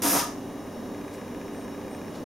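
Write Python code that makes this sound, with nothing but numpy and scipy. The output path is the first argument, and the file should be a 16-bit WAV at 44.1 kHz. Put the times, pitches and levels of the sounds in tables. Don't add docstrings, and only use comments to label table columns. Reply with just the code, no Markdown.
import sys
import numpy as np
from scipy import signal
from scipy.fft import rfft, irfft
from scipy.io import wavfile
from scipy.ndimage import uniform_filter1d

SR = 44100
rng = np.random.default_rng(int(sys.argv[2]) if len(sys.argv) > 2 else 0)


def dump_mix(stems):
    frames = np.atleast_2d(stems).T
    limited = np.clip(frames, -1, 1)
    pcm = np.round(limited * 32767).astype(np.int16)
    wavfile.write(sys.argv[1], SR, pcm)


N = 103061
TIME = np.arange(N) / SR
FREQS = np.maximum(np.arange(N + 1) * SR / (2 * N), 1)
SIDE = np.array([[1], [-1]])
JET_START_S = .0205

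# f/Hz, relative level/dB
AIR_COLOUR = [(25, -18), (60, -15), (95, -13), (125, -14), (160, -7), (215, -2), (285, 1), (330, -7.5),
              (400, -7.5), (540, -8), (750, -14), (1150, -17), (1380, -26.5), (1700, -22.5), (2700, -32.5),
              (3600, -33.5), (4450, -40), (5100, -34), (6900, -33.5), (7750, -46.5), (8600, -37),
              (11000, -37), (15700, -42.5)]
# f/Hz, left-right correlation
AIR_FOCUS = [(40, 0.87), (200, 0.99), (700, 0.89), (1400, 0.89), (2200, 0.98), (3800, 0.94), (5500, 0.85),
             (7500, 0.42), (10000, 0.45), (15000, 0.55)]
# f/Hz, left over right/dB
AIR_PAN = [(100, -1), (350, -0.53), (900, .3), (10000, 0)]
# f/Hz, rms level/dB, pitch wander width/Hz, flutter/dB
FAN_TONES = [(99, -54, 5, 0), (293.2, -49.5, 5.9, -1), (394.8, -48.5, 4.83, 1.5), (1231, -64.5, 2.4, -1),
             (2860, -65.5, 0.92, 1), (3824, -66, 2.2, 1), (4390, -75.5, 27, 2), (5459, -68, 18, 4)]
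# t/s, relative level/dB
COARSE_ENVELOPE = [(.021, -5.5), (.05, -0.5), (.15, -1), (.2, 0.5), (.235, -7), (.3, -19), (.45, -60)]
# t/s, relative level/dB
MIST_ENVELOPE = [(.021, -6.5), (.05, -3), (.13, 1), (.2, -6.5), (.235, -15), (.3, -34), (.45, -70)]
# f/Hz, relative level/dB
SPLASH_COLOUR = [(150, -28), (400, -9.5), (1000, 0.5), (1700, -1), (2300, -3), (4500, -3), (5300, 2),
                 (7000, 1.5), (7700, -5), (8800, 3), (9500, 3), (11800, 4.5), (14000, -1.5), (15800, -11)]
# f/Hz, left-right correlation (held within +-0.99 in use)
SPLASH_FOCUS = [(200, 3.7), (1000, -0.2), (3000, 3), (6000, 1), (9000, 0), (13000, .45)]
# f/Hz, left over right/dB
SPLASH_PAN = [(250, -10.5), (800, 0.5), (5000, 0), (9500, 1.5), (13000, -2.5)]
# f/Hz, gain/dB, width/Hz
SIZZLE_BANDS = [(4400, -2.5, 400), (5060, 5, 130), (5530, 1.5, 80), (6110, 3, 150), (6930, 1, 70),
                (8900, 4.5, 260), (11300, 1.5, 80), (11250, 5, 80), (11840, 7, 70)]
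# t/s, relative level/dB
DRUM_ENVELOPE = [(.02, -12), (.05, 0), (.082, -4), (.108, -6), (.14, 2.5), (.172, 1), (.2, -8.5),
                 (.24, -9.5), (.3, -19.5), (.4, -50)]
# f/Hz, relative level/dB, t60/s
BOTTLE_MODES = [(154, -12, .1), (288.6, 3, .08), (524, -6, 0.11), (690.4, -5.5, .12), (759, -7.5, 0.11),
                (951, -1.5, .11), (1030, -8.5, 0.047), (1214, -7, 0.18), (1296, -9, 0.15),
                (1387, -18.5, .12), (1700, -12.5, 0.21)]
# f/Hz, relative level/dB
THRUM_COLOUR = [(60, -28.5), (150, -1), (270, 0), (400, -4.5), (700, 1.5), (1000, 2), (1350, -3),
                (2200, -20.5), (5000, -37.5)]
# t/s, f/Hz, level before the fade-in/dB, t60/s
SLUG_RINGS = [(.195, 950, -32, 0.12), (0.223, 1217, -26, 0.16)]
# f/Hz, relative level/dB, t60/s
HOUSING_MODES = [(1653, -2.5, 0.026), (1780, -5.5, 0.023), (2055, -8, 0.02), (2440, -4, 0.021),
                 (3360, -18, .012), (5200, -19, .01), (6270, -12.5, .01)]
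# crest t/s, level/dB, decay/s, upper edge f/Hz
RUSTLE_CUES = [(1.14, -52, .03, 11400), (2.155, -51.5, 0.044, 6260)]
# t/s, length/s, level/dB
WHIRR_CUES = [(1.523, 0.13, -62), (1.903, .075, -61)]


def from_db(db):
    return 10 ** (np.asarray(db) / 20)


def unit_rms(x):
    return x / np.sqrt(np.mean(x ** 2) + 1e-20)


def over_freq(points):
    hz, value = np.transpose(points)
    return np.interp(np.log(FREQS), np.log(hz), value)


def fader(points):
    return from_db(np.interp(TIME, *np.transpose(points)))


def eq(x, gain):
    return irfft(rfft(x, 2 * N) * gain)[..., :N]


def butter(x, hz, kind):
    return signal.sosfilt(signal.butter(2, hz, kind, fs=SR, output="sos"), x)


def resonate(x, hz, width_hz):
    r = np.exp(-np.pi * width_hz / SR)
    feedback = [1, -2 * r * np.cos(2 * np.pi * hz / SR), r * r]
    return signal.lfilter(np.array([1, 0, -1]) * (1 - r * r) / 2, feedback, x + 1e-18)


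def noise_band(low_hz, top_hz):
    return unit_rms(butter(rng.standard_normal(N), [low_hz, top_hz], "band"))


def drift(rate_hz):
    return unit_rms(eq(rng.standard_normal(N), 1 / (1 + (FREQS / rate_hz) ** 2)))


def stereo(pair, colour, focus, pan):
    alike = np.clip(over_freq(focus), -.99, .99)
    gain = from_db(over_freq(colour) + SIDE * over_freq(pan) / 2)
    mid = eq(pair[0], gain * np.sqrt(1 + alike))
    side = eq(pair[1], gain * np.sqrt(1 - alike))
    return unit_rms(mid + SIDE * side)


def fan():
    air = stereo(rng.standard_normal((2, N)), AIR_COLOUR, AIR_FOCUS, AIR_PAN)
    low_end = eq(air, 1 / (1 + (FREQS / 700) ** 4))
    flutter = from_db(.83 * drift(rate_hz=5.4))
    out = from_db(-37) * (air + low_end * (flutter - 1))
    for hz, db, width_hz, flutter_db in FAN_TONES:
        phase = 2 * np.pi * np.cumsum(hz + width_hz / 2 * drift(width_hz)) / SR
        out += from_db(db + flutter_db * drift(rate_hz=9.2)) * np.sqrt(2) * np.sin(phase)
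    return out


def drops(per_s, spread_db):
    sizes = from_db(spread_db * np.minimum(rng.exponential(1, (2, N)), 4))
    polarity = rng.choice([-1, 1], (2, N))
    lands = rng.random((2, N)) < per_s / SR
    return unit_rms(sizes * polarity * lands)


def jet_flow(envelope, attack_s=.0007, slap_decay_s=.0017):
    age = np.maximum(TIME - JET_START_S, 0)
    slap = 1 + from_db(2) * np.exp(-age / slap_decay_s)
    return np.clip(age / attack_s, 0, 1) * slap * fader(envelope)


def splash(mist_above_hz=8060):
    hiss = stereo(drops(per_s=12000, spread_db=2), SPLASH_COLOUR, SPLASH_FOCUS, SPLASH_PAN)
    sizzle_db = sum(db / (1 + (2 * (FREQS - hz) / width) ** 2) for hz, db, width in SIZZLE_BANDS)
    hiss = unit_rms(eq(hiss, from_db(sizzle_db)))
    coarse = eq(hiss, 1 / (1 + (FREQS / mist_above_hz) ** 6))
    mist = hiss - coarse
    return from_db(-23) * (coarse * jet_flow(COARSE_ENVELOPE) + mist * jet_flow(MIST_ENVELOPE))


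def bottle(hits_per_s=2500):
    push = fader(DRUM_ENVELOPE) * (TIME > JET_START_S)
    modes = 0
    for hz, db, t60 in BOTTLE_MODES:
        hits = drops(hits_per_s, spread_db=.5) * push
        mid, side = resonate(hits, hz, width_hz=np.log(1000) / (np.pi * t60))
        width = from_db(-18.5) * min(hz / 700, 1)
        modes += from_db(db) * (unit_rms(mid) + width * SIDE * unit_rms(side))
    thrum = stereo(drops(hits_per_s, spread_db=3.5), THRUM_COLOUR, SPLASH_FOCUS, SPLASH_PAN)
    push_rms = np.sqrt(np.mean(push ** 2))
    return from_db(-33) * push_rms * modes + from_db(-33.5) * push * thrum


def patter(crest_s=.2, slope_db_per_s=106.5, hz=6100, width_hz=2200):
    hits = drops(per_s=3200, spread_db=3)
    ticks = unit_rms(resonate(resonate(hits, hz, width_hz), hz, width_hz))
    ticks = ticks + .4 * ticks[::-1]
    swell = from_db(-44 - slope_db_per_s * np.abs(TIME - crest_s))
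    return ticks * swell * (TIME > JET_START_S)


def room(x, t60_s=.37, low_cut_hz=450, high_cut_hz=7100, predelay_s=.004):
    t = TIME[:SR // 2]
    tail = butter(rng.standard_normal((2, len(t))), high_cut_hz, "low")
    tail *= from_db(-60 * t / t60_s) * (t > predelay_s)
    tail /= np.sqrt(np.sum(tail ** 2) / 2)
    send = from_db(-14) * butter(x, low_cut_hz, "high")
    return signal.fftconvolve(send, tail, axes=1)[:, :N]


def plinks(rise_s=.005):
    out = 0
    for start_s, hz, db, t60 in SLUG_RINGS:
        age = np.maximum(TIME - start_s, 0)
        fade_in = 1 - np.exp(-age / rise_s)
        out += fade_in * from_db(db - 60 * age / t60) * np.sin(2 * np.pi * hz * age)
    return out


def motor_ticks(start_s=.9465, step_s=.033367, count=35, grit_decay_s=.003):
    step = np.arange(count)
    knock_db = -40 - 5 * (step % 2) + rng.normal(0, 1, count)
    knocks = np.zeros(N)
    knocks[((start_s + step * step_s) * SR).astype(int)] = from_db(knock_db)
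    age = TIME[:SR // 20]
    housing = sum((-1) ** n * from_db(db - 60 * age / t60) * np.sin(2 * np.pi * hz * age)
                  for n, (hz, db, t60) in enumerate(HOUSING_MODES))
    bursts = signal.fftconvolve(knocks, np.exp(-age / grit_decay_s))[:N]
    grit = from_db(-13) * bursts * noise_band(1400, 6750)
    return signal.fftconvolve(knocks, housing)[:N] + grit


def rustles(rise_s=.014, low_hz=2290):
    out = 0
    for crest_s, db, decay_s, top_hz in RUSTLE_CUES:
        swell = np.exp(-np.maximum((crest_s - TIME) / rise_s, (TIME - crest_s) / decay_s))
        out += from_db(db) * swell * noise_band(low_hz, top_hz)
    return out


def motor_whirrs(hz=8750, width_hz=450):
    gate = sum(from_db(db) * ((TIME > start_s) & (TIME < start_s + length_s))
               for start_s, length_s, db in WHIRR_CUES)
    soft_gate = uniform_filter1d(gate, size=300)
    return soft_gate * noise_band(hz - width_hz / 2, hz + width_hz / 2)


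def scene():
    squirt = splash() + bottle() + patter() + plinks()
    return squirt + room(squirt) + fan() + motor_ticks() + rustles() + motor_whirrs()


def record(dry, stop_s=2.243, fade_s=.0077, high_cut_hz=15800):
    gate = np.clip((stop_s - TIME) / fade_s, 0, 1)
    return eq(dry * gate, 1 / np.sqrt(1 + (FREQS / high_cut_hz) ** 400))


dry = scene()
out = record(dry)
dump_mix(out)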